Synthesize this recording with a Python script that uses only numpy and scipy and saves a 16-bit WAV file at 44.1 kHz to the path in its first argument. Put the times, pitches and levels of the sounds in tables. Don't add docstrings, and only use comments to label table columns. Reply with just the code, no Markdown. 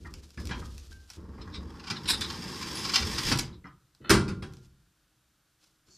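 import sys
import numpy as np
from scipy import signal
from scipy.fft import rfft, irfft
from scipy.io import wavfile
from scipy.ndimage import uniform_filter1d

SR = 44100
rng = np.random.default_rng(int(sys.argv[2]) if len(sys.argv) > 2 else 0)


def waveform_to_disk(signal):
    frames = np.transpose(np.atleast_2d(signal))
    scaled = np.clip(frames, -1, 1) * 32767
    samples = np.round(scaled).astype(np.int16)
    wavfile.write(sys.argv[1], SR, samples)


N = 263277
TIME = np.arange(N) / SR


def from_db(db):
    return np.exp(np.asarray(db) * (np.log(10) / 20))


def rms_one(x):
    return x / np.sqrt(np.mean(x ** 2) + 1e-20)


def at_hz(points, hz):
    known_hz, values = np.transpose(points)
    return np.interp(np.log(hz + 1e-9), np.log(known_hz), values)


def coloured(x, colour):
    gain = from_db(at_hz(colour, np.fft.rfftfreq(len(x), 1 / SR)))
    return rms_one(irfft(rfft(x) * gain, len(x)))


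def band(x, edges_hz):
    sos = signal.butter(4, edges_hz, "band", fs=SR, output="sos")
    return signal.sosfilt(sos, x + 1e-18)


def add(out, t_s, sound):
    at = max(round(t_s * SR), 0)
    out[at:at + len(sound)] += sound[:max(N - at, 0)]


def drift(per_s):
    return np.interp(TIME * per_s, np.arange(5000), rng.standard_normal(5000))


def grains(per_s, spread_db, count=N):
    size_db = spread_db * np.minimum(rng.exponential(1, count), 4)
    sizes = from_db(size_db) * rng.choice([-1, 1], count)
    return sizes * (rng.random(count) < per_s / SR)


def swells(rows, attack_s, fade_db_per_s):
    power = 0
    for t_s, db, hold_s in rows:
        rise = np.clip((TIME - t_s) / attack_s, 0, 1)
        fade_db = np.clip(fade_db_per_s * (TIME - t_s - attack_s - hold_s), 0, 200)
        power = power + (rise * from_db(db - fade_db)) ** 2
    return np.sqrt(power)


def dense_ring(colour, decay, crack_db, crack_t60_s):
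    t, hz = TIME[:SR], np.fft.rfftfreq(SR, 1 / SR)
    spectrum = rfft(coloured(rng.standard_normal(SR), colour))
    out = 0
    for centre_hz in 30 * 2. ** np.arange(10):
        share = np.clip(1 - abs(np.log2((hz + 1e-9) / centre_hz)), 0, 1)
        tail = from_db(-60 * t / at_hz(decay, centre_hz))
        crack = from_db(crack_db - 60 * t / crack_t60_s)
        out = out + irfft(spectrum * share, SR) * rms_one(tail + crack)
    return rms_one(out)


# f/Hz, t60/s
LONGEST_RING = [(130, 1.0), (400, .6), (1000, .42), (2000, .36), (4000, .24), (10000, .15)]


def modal_ring(modes):
    t, out = TIME[:SR], 0
    for hz, db, t60_s in modes:
        t60_s = min(t60_s, at_hz(LONGEST_RING, hz))
        decay = from_db(db - 60 * t / t60_s)
        out = out + rng.choice([-1, 1]) * decay * np.sin(2 * np.pi * hz * t)
    return rms_one(out)


def contact(length_s, swell):
    lead = round(4 * length_s * swell * SR) + 1
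    t = (np.arange(SR // 4) - lead) / SR
    slope_s = np.where(t < 0, length_s * swell + 1e-6, length_s)
    force = rms_one(grains(3000, 4.8, count=len(t))) * np.exp(-abs(t) / slope_s)
    force[lead] += 8 * (1 - swell)
    return force, lead / SR


# lower f/Hz, upper f/Hz
BANDS = [(22, 520), (780, 2300), (2300, 6500), (6500, 18000)]


def strike(out, t_s, response, levels_db, length_s, swell):
    force, lead_s = contact(length_s, swell)
    sound, out = signal.fftconvolve(force, response)[:SR], out.copy()
    for edges_hz, db in zip(BANDS[-len(levels_db):], levels_db):
        part = band(sound, edges_hz)
        loudest = np.sqrt(uniform_filter1d(part ** 2, size=1000).max())
        add(out, t_s - lead_s, from_db(db) * part / loudest)
    return out


REFERENCE_DB = -40


def registers(law, force_db):
    return [db + growth * (force_db - REFERENCE_DB) for db, growth in law]


# t/s, force/dB
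FRICTION = [(1.16, -88), (1.42, -71.5), (1.59, -69), (1.8, -65), (2.01, -58.5), (2.11, -47.5), (2.6, -44.5),
            (2.77, -39.5), (3.1, -39.5), (3.25, -34.5), (3.31, -29.5), (3.39, -79), (3.56, -98)]


def dragged(law):
    t_s, force_db = np.transpose(FRICTION)
    moving = ((TIME >= t_s[0]) & (TIME <= t_s[-1])) * 1.
    moving = uniform_filter1d(moving, size=1800)
    return [moving * from_db(db) for db in registers(law, np.interp(TIME, t_s, force_db))]


# f/Hz, relative level/dB
AIR_COLOUR = [(15, -26.5), (25, -7.5), (65, 2), (90, -12), (124, -2.5), (275, -15), (314, -4.5),
              (349, -15.5), (493, -19), (959, -19), (1470, -13.5), (2020, -21), (3730, -19), (14500, -27.5)]
AIR_DB = -71


def air():
    return from_db(AIR_DB) * coloured(rng.standard_normal(N), AIR_COLOUR)


# t/s, relative level/dB, hold/s
BRUSHES = [(0, -61.5, 0.68), (.39, -52.5, 0.42), (.9, -57.5, 0.18), (1.08, -55, 0.012), (4.45, -67.5, 0.18),
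           (5.59, -67.5, 0.071), (5.86, -67.5, 0.1)]
BRUSH_ATTACK_S, BRUSH_FADE_DB_PER_S = 0.013, 124
# f/Hz, relative level/dB
RUSTLE_COLOUR = [(700, -3), (1400, -1), (2000, -5.5), (3200, 0), (5000, 3), (7500, -3.5), (10000, -8),
                 (14000, -15)]


def weeds():
    leaves = coloured(grains(3000, 1.7) * from_db(4.3 * drift(55)), RUSTLE_COLOUR)
    return from_db(-4.0) * leaves * swells(BRUSHES, BRUSH_ATTACK_S, BRUSH_FADE_DB_PER_S)


# t/s, force/dB, length/s
SNAPS = [(.139, -47.5, .0005), (0.305, -59.5, .0005), (.454, -48, .001), (0.472, -46, .001),
         (0.78, -51.5, .001), (0.928, -58.5, .004), (1.102, -47.5, .005), (1.135, -57, .001),
         (2.21, -36, .001), (3.359, -42, .002), (3.374, -38, .004), (3.389, -28, .004), (3.949, -65, .002),
         (4.536, -59, .001), (4.569, -63, .002), (5.639, -67.5, .005)]
# level/dB at REFERENCE_DB, growth/(dB/dB)
SNAP_LAW = [(-51.5, .9), (-42.5, 0.92), (-47.5, 1)]
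# f/Hz, t60/s
TWIG_DECAY = [(1000, 0.35), (13000, 0.15)]


def snaps():
    out = np.zeros(N)
    twig = dense_ring(RUSTLE_COLOUR, TWIG_DECAY, crack_db=17, crack_t60_s=.008)
    for t_s, force_db, length_s in SNAPS:
        out = strike(out, t_s, twig, registers(SNAP_LAW, force_db), length_s, swell=0.33)
    return out


# t/s, f/Hz, level/dB
SQUEAK = [(5.85, 4200, -90), (5.88, 4300, -75), (5.91, 4470, -67), (5.95, 4480, -63), (5.97, 4430, -65)]


def squeak():
    t_s, hz, db = np.transpose(SQUEAK)
    pitch_hz = np.interp(TIME, t_s, hz) + 150 * drift(700)
    note = from_db(6.4 * drift(200)) * np.sin(2 * np.pi * np.cumsum(pitch_hz) / SR)
    hiss = from_db(0.5) * rms_one(band(grains(4700, 5.4), (5000, 7500)))
    return from_db(np.interp(TIME, t_s, db, left=-200)) * (note + hiss)


# t/s, force/dB, length/s
CLUNKS = [(.046, -51.5, .014), (.379, -52.5, .008), (0.51, -36.5, 0.0027), (0.549, -52.5, 0.0089),
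          (0.616, -48.5, 0.0021), (1.379, -56.5, 0.0027), (1.47, -55, 0.0097), (3.646, -48.5, 0.013)]
# level/dB at REFERENCE_DB, growth/(dB/dB)
CLUNK_LAW = [(-40.5, 0.78), (-42.5, 0.76), (-50.5, 2.1), (-101.5, 1.05)]
# f/Hz, relative level/dB, t60/s before the LONGEST_RING limit
HOIST_MODES = [(1240, -7, 0.32), (1593, -2.5, 0.16), (1927, -6.5, 0.18), (2370, -14, 0.096),
               (3230, -11.5, 0.34)]
# f/Hz, relative level/dB
KNOCK_COLOUR = [(30, -13.5), (80, -6.5), (130, -0.5), (200, -0.5), (255, -10), (340, -3), (480, -15.5),
                (680, -15), (950, -11), (1400, -7), (2200, -19.5), (5400, -24), (6300, -32.5), (9500, -24),
                (11500, -38)]
# f/Hz, t60/s
STEEL_DECAY = [(50, 1), (150, .75), (350, 0.43), (1000, 0.4), (2500, 0.18), (5000, 0.36), (9000, 0.22),
               (13000, 0.098)]


def clunks():
    out = np.zeros(N)
    steel = dense_ring(KNOCK_COLOUR, STEEL_DECAY, crack_db=6.5, crack_t60_s=0.19)
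    steel = steel + from_db(-12.5) * modal_ring(HOIST_MODES)
    for t_s, force_db, length_s in CLUNKS:
        out = strike(out, t_s, steel, registers(CLUNK_LAW, force_db), length_s, swell=.1)
    return out


# t/s, force/dB, length/s
CLINKS = [(1.418, -52, 0.0067), (1.548, -43.5, .013), (1.965, -42, 0.0057), (2.057, -43, 0.0035),
          (2.085, -27.5, .0065), (2.101, -25, 0.0067), (2.134, -32, 0.0067), (2.216, -32.5, .008),
          (2.244, -39, .007), (3.54, -63.5, 0.012)]
# level/dB at REFERENCE_DB, growth/(dB/dB)
CLINK_LAW = [(-49, 0.88), (-40, 0.97), (-67, 2.32)]
# f/Hz, relative level/dB, t60/s before load damping
CHAIN_MODES = [(2948, 16, 0.21), (2930, -18.5, 0.42), (3640, 26, 1), (3570, 17, 0.35), (3670, 3, 0.19),
               (4490, -27.5, 0.41), (5066, 8, 0.14), (5109, -16, 0.23), (4990, -29.5, 0.92),
               (8400, -2.5, 0.092), (9050, 12.5, 0.34), (9300, -6, 0.14), (9975, -15, 0.56)]
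# f/Hz, relative level/dB
CHAIN_COLOUR = [(650, -11.5), (1100, 1.5), (2200, -6.5), (3200, -7), (3850, 12), (4400, -4), (5100, 3.5),
                (6300, -18.5), (8300, -1.5), (14000, -19.5)]
# f/Hz, t60/s
CHAIN_DECAY = [(1000, 0.12), (4000, 0.13), (13000, 0.1)]
LOADED_T60_S = .13


def chain():
    out = np.zeros(N)
    damped = [(hz, db, min(t60_s, LOADED_T60_S)) for hz, db, t60_s in CHAIN_MODES]
    for t_s, force_db, length_s in CLINKS:
        links = dense_ring(CHAIN_COLOUR, CHAIN_DECAY, crack_db=-3, crack_t60_s=0.035)
        links = links + from_db(-15.5) * modal_ring(damped)
        out = strike(out, t_s, links, registers(CLINK_LAW, force_db), length_s, swell=0.69)
    return out


# t/s, f/Hz, level/dB, t60/s
PINGS = [(0.057, 1874, -44.5, 0.13), (0.378, 1715, -44.5, 0.16), (0.389, 5120, -53, 0.38),
         (0.511, 1670, -36, 0.1), (0.919, 1568, -53, 0.52), (2.1, 9000, -40.5, .16), (2.1, 9870, -40, 0.33),
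         (2.754, 10150, -40.5, 0.26), (3.529, 3900, -54, 0.062), (3.643, 2020, -47, 0.15),
         (3.67, 5220, -56.5, 0.048), (4.102, 1400, -35, .78)]


def pings():
    out, t = np.zeros(N), TIME[:SR]
    for t_s, hz, db, t60_s in PINGS:
        pair = np.sin(2 * np.pi * hz * t) + .2 * np.sin(2 * np.pi * (hz + 23) * t)
        add(out, t_s, from_db(db - 60 * t / t60_s) * pair)
    return out


# t/s, level/dB, hold/s
PRE_KNOCK = [(4.01, -64.5, .025), (4.04, -46, .045)]
PRE_KNOCK_ATTACK_S, PRE_KNOCK_FADE_DB_PER_S = 0.0065, 1200.5
# f/Hz, relative level/dB, t60/s before extra damping
PRE_KNOCK_MODES = [(234, -2, 0.068), (389.2, 1, 0.054), (480, -8, .07), (1350, 4.5, 0.13),
                   (1690, -2.5, 0.092), (1950, -2.5, .09), (2600, -7.5, .08), (3020, -4.5, .08),
                   (3530, -7.5, .09), (4250, -6, .06)]


def pre_knock_swell():
    body = modal_ring(PRE_KNOCK_MODES) * from_db(-60 * TIME[:SR] / .04)
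    rough = rms_one(signal.fftconvolve(grains(720, 1.5), body)[:N])
    return swells(PRE_KNOCK, PRE_KNOCK_ATTACK_S, PRE_KNOCK_FADE_DB_PER_S) * rough


# f/Hz, relative level/dB
RUMBLE_COLOUR = [(15, -37.5), (25, -18), (59, 2.5), (78, 9), (124, -20.5), (171, -11.5), (202, -2.5),
                 (264, -10), (384, -10), (418, -12.5), (560, -21), (662, -31.5), (700, -38), (910, -43),
                 (1540, -120)]
# f/Hz, relative level/dB, t60/s before the LONGEST_RING limit
BED_MODES = [(130.3, -0.5, 0.92), (206, 0.5, 0.69), (311, -7, 1), (361.7, -1.5, 0.64), (399, -5, 0.78)]


def jolts(edges_hz):
    shaking = 0
    for point in range(3):
        bed = dense_ring(RUMBLE_COLOUR, STEEL_DECAY, crack_db=10.5, crack_t60_s=0.16)
        bed = bed + from_db(-19.5) * modal_ring(BED_MODES)
        lumps = grains(300, 2.6, count=N + SR - 1)
        shaking = shaking + signal.fftconvolve(lumps, bed, "valid")
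    shaking = band(shaking, edges_hz)
    return shaking / np.sqrt(uniform_filter1d(shaking ** 2, size=4000))


# t/s, relative sway level/dB, relative rumble level/dB, hold/s
SHOVES = [(0, -45.5, -52.5, .17), (0.369, -37.5, -43, 0.22), (.68, -40.5, -71, 0.057),
          (0.885, -46.5, -59.5, 0.063), (1.166, -45, -48, 0.5), (1.567, -41, -44, 0.026),
          (2.053, -42.5, -44.5, .16), (2.36, -62.5, -44, 0.11), (3.0, -35.5, -37.5, 0.083),
          (3.257, -35.5, -37, 0.039), (4.001, -58.5, -49, .06), (4.27, -46, -41.5, 0.043),
          (4.415, -50.5, -59, 0.049)]
SHOVE_ATTACK_S, SHOVE_FADE_DB_PER_S = 0.0067, 75.5
# relative level/dB at REFERENCE_DB, growth/(dB/dB)
SHAKE_LAW = [(-52.5, 0.069), (-40.5, 0.34)]


def rumble():
    drag_sway, drag_bed = dragged(SHAKE_LAW)
    sway_rows = [(t_s, db, hold_s) for t_s, db, _, hold_s in SHOVES]
    bed_rows = [(t_s, db, hold_s) for t_s, _, db, hold_s in SHOVES]
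    sway = np.hypot(swells(sway_rows, SHOVE_ATTACK_S, SHOVE_FADE_DB_PER_S), drag_sway)
    bed = np.hypot(swells(bed_rows, SHOVE_ATTACK_S, SHOVE_FADE_DB_PER_S), drag_bed)
    return from_db(-1.5) * (sway * jolts((22, 110)) + bed * jolts((110, 600)))


# f/Hz, relative level/dB
SLIDE_COLOUR = [(450, 3.5), (680, -6), (900, 1), (1200, 1), (1900, -7), (2600, -2.5), (3600, -4),
                (4700, -1), (5050, 3.5), (5280, 0.5), (5800, -7), (7500, -12), (10000, -15.5), (14000, -22)]
# f/Hz, relative level/dB, t60/s before the LONGEST_RING limit
PANEL_MODES = [(787, -3, .42), (926, -8.5, 0.35), (986, -2.5, 0.54), (1038, -2, 1), (1250, -7.5, 0.22),
               (1355, 2, 1), (1490, -5.5, 0.17), (1540, -11.5, 0.13), (1730, -6, 0.12), (2005, -1, 0.29),
               (2310, -9.5, 0.61), (2780, -9.5, 0.19), (3117, -7, 0.082), (3300, -7.5, .28),
               (3510, -5.5, 0.22), (4740, -7.5, 0.25), (5052, 3, 0.12), (5340, -13, 0.48),
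               (5340, -16.5, 0.077)]
# lower f/Hz, upper f/Hz
SLIDE_BANDS = [(760, 1700), (1700, 6500), (6500, 18000)]
# level/dB at REFERENCE_DB, growth/(dB/dB)
SLIDE_LAW = [(-46.5, 0.37), (-40.5, 0.85), (-49.5, 0.93)]
SLIDE_WANDER_DB, SLIDE_WANDER_PER_S = 0, 14


def slide():
    scrape = 0
    for point in range(3):
        steel = dense_ring(SLIDE_COLOUR, STEEL_DECAY, crack_db=12.5, crack_t60_s=0.027)
        steel = steel + from_db(-23.0) * modal_ring(PANEL_MODES)
        friction = grains(800, 3.4) * from_db(4 * drift(14) + 2.5 * drift(80))
        scrape = scrape + signal.fftconvolve(friction, steel)[:N]
    scrape = scrape / np.sqrt(uniform_filter1d(scrape ** 2, size=4000))
    out = np.zeros(N)
    for gain, edges_hz in zip(dragged(SLIDE_LAW), SLIDE_BANDS):
        wander = from_db(SLIDE_WANDER_DB * drift(SLIDE_WANDER_PER_S))
        out = out + gain * wander * rms_one(band(scrape, edges_hz))
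    return out


# t/s, force/dB, length/s
SLIPS = [(1.797, -54, 0.0021), (1.842, -52.5, 0.0073), (1.876, -43, 0.011), (1.901, -35, .0008),
         (1.91, -35.5, 0.0053), (2.301, -40, 0.0028), (2.343, -48, 0.0078), (2.627, -41.5, 0.0045),
         (2.852, -34.5, 0.011), (2.896, -34.5, 0.0032), (2.944, -26.5, .006), (2.958, -21.5, .003),
         (2.983, -34, .006), (3.027, -36.5, 0.0053), (3.185, -32, 0.0069), (3.275, -36, 0.0093),
         (3.318, -28.5, 0.0069)]
# level/dB at REFERENCE_DB, growth/(dB/dB)
SLIP_LAW = [(-45, 0.63), (-40, 0.98), (-59, 1.15)]


def slips():
    out = np.zeros(N)
    steel = dense_ring(SLIDE_COLOUR, STEEL_DECAY, crack_db=13.5, crack_t60_s=0.036)
    steel = steel + from_db(-14.5) * modal_ring(PANEL_MODES)
    for t_s, force_db, length_s in SLIPS:
        out = strike(out, t_s, steel, registers(SLIP_LAW, force_db), length_s, swell=.9)
    return out


# t/s, force/dB, chatter length/s
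KNOCKS = [(0.374, -51.5, 0.0099), (.492, -46.5, 0.0081), (1.903, -41.5, 0.0074), (3.316, -31, 0.011),
          (4.095, -25, 0.0075), (4.102, -22.5, 0.0096), (4.138, -31, 0.0069), (4.28, -43.5, 0.0097),
          (4.423, -46.5, 0.009), (5.879, -71.5, 0.0067)]
# level/dB at REFERENCE_DB, growth/(dB/dB)
KNOCK_LAW = [(-35, .9), (-41.5, 1.08), (-42, 1.05), (-53.5, 1.37)]


def knocks():
    out = np.zeros(N)
    for t_s, force_db, chatter_s in KNOCKS:
        strong = from_db(-11.5) * modal_ring(BED_MODES) + from_db(-14.0) * modal_ring(PANEL_MODES)
        steel = dense_ring(KNOCK_COLOUR, STEEL_DECAY, crack_db=-1, crack_t60_s=0.068) + strong
        out = strike(out, t_s, steel, registers(KNOCK_LAW, force_db), chatter_s, swell=.05)
    return out


def two_ports(x, scattered):
    side = 0
    for edges_hz, share_db in [((4300, 6000), -6), ((6000, 9000), 0), ((9000, 15000), -1)]:
        level = np.sqrt(abs(uniform_filter1d(band(scattered, edges_hz) ** 2, size=100)))
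        noise = rms_one(band(rng.standard_normal(N), edges_hz))
        side = side + from_db(share_db) * level * noise
    return np.array([x + side, x - side])


AIR_SCATTER_DB, WEED_SCATTER_DB, CHAIN_SCATTER_DB = -5.5, -15, -28
SCRAPE_SCATTER_DB, KNOCK_SCATTER_DB = -15.5, -7.5


def scene():
    still_air = air()
    sources = [(knocks() + clunks() + rumble() + pre_knock_swell(), KNOCK_SCATTER_DB),
               (slide() + slips(), SCRAPE_SCATTER_DB),
               (chain() + pings(), CHAIN_SCATTER_DB),
               (snaps() + weeds(), WEED_SCATTER_DB),
               (squeak() + still_air, AIR_SCATTER_DB)]
    mix = sum(x for x, _ in sources)
    scattered = sum(from_db(db) * x for x, db in sources)
    return two_ports(mix, scattered)


CUTOFF_HZ = 14350


def record(dry):
    return signal.sosfilt(signal.ellip(10, .2, 80, CUTOFF_HZ, fs=SR, output="sos"), dry)


dry = scene()
out = record(dry)
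waveform_to_disk(out)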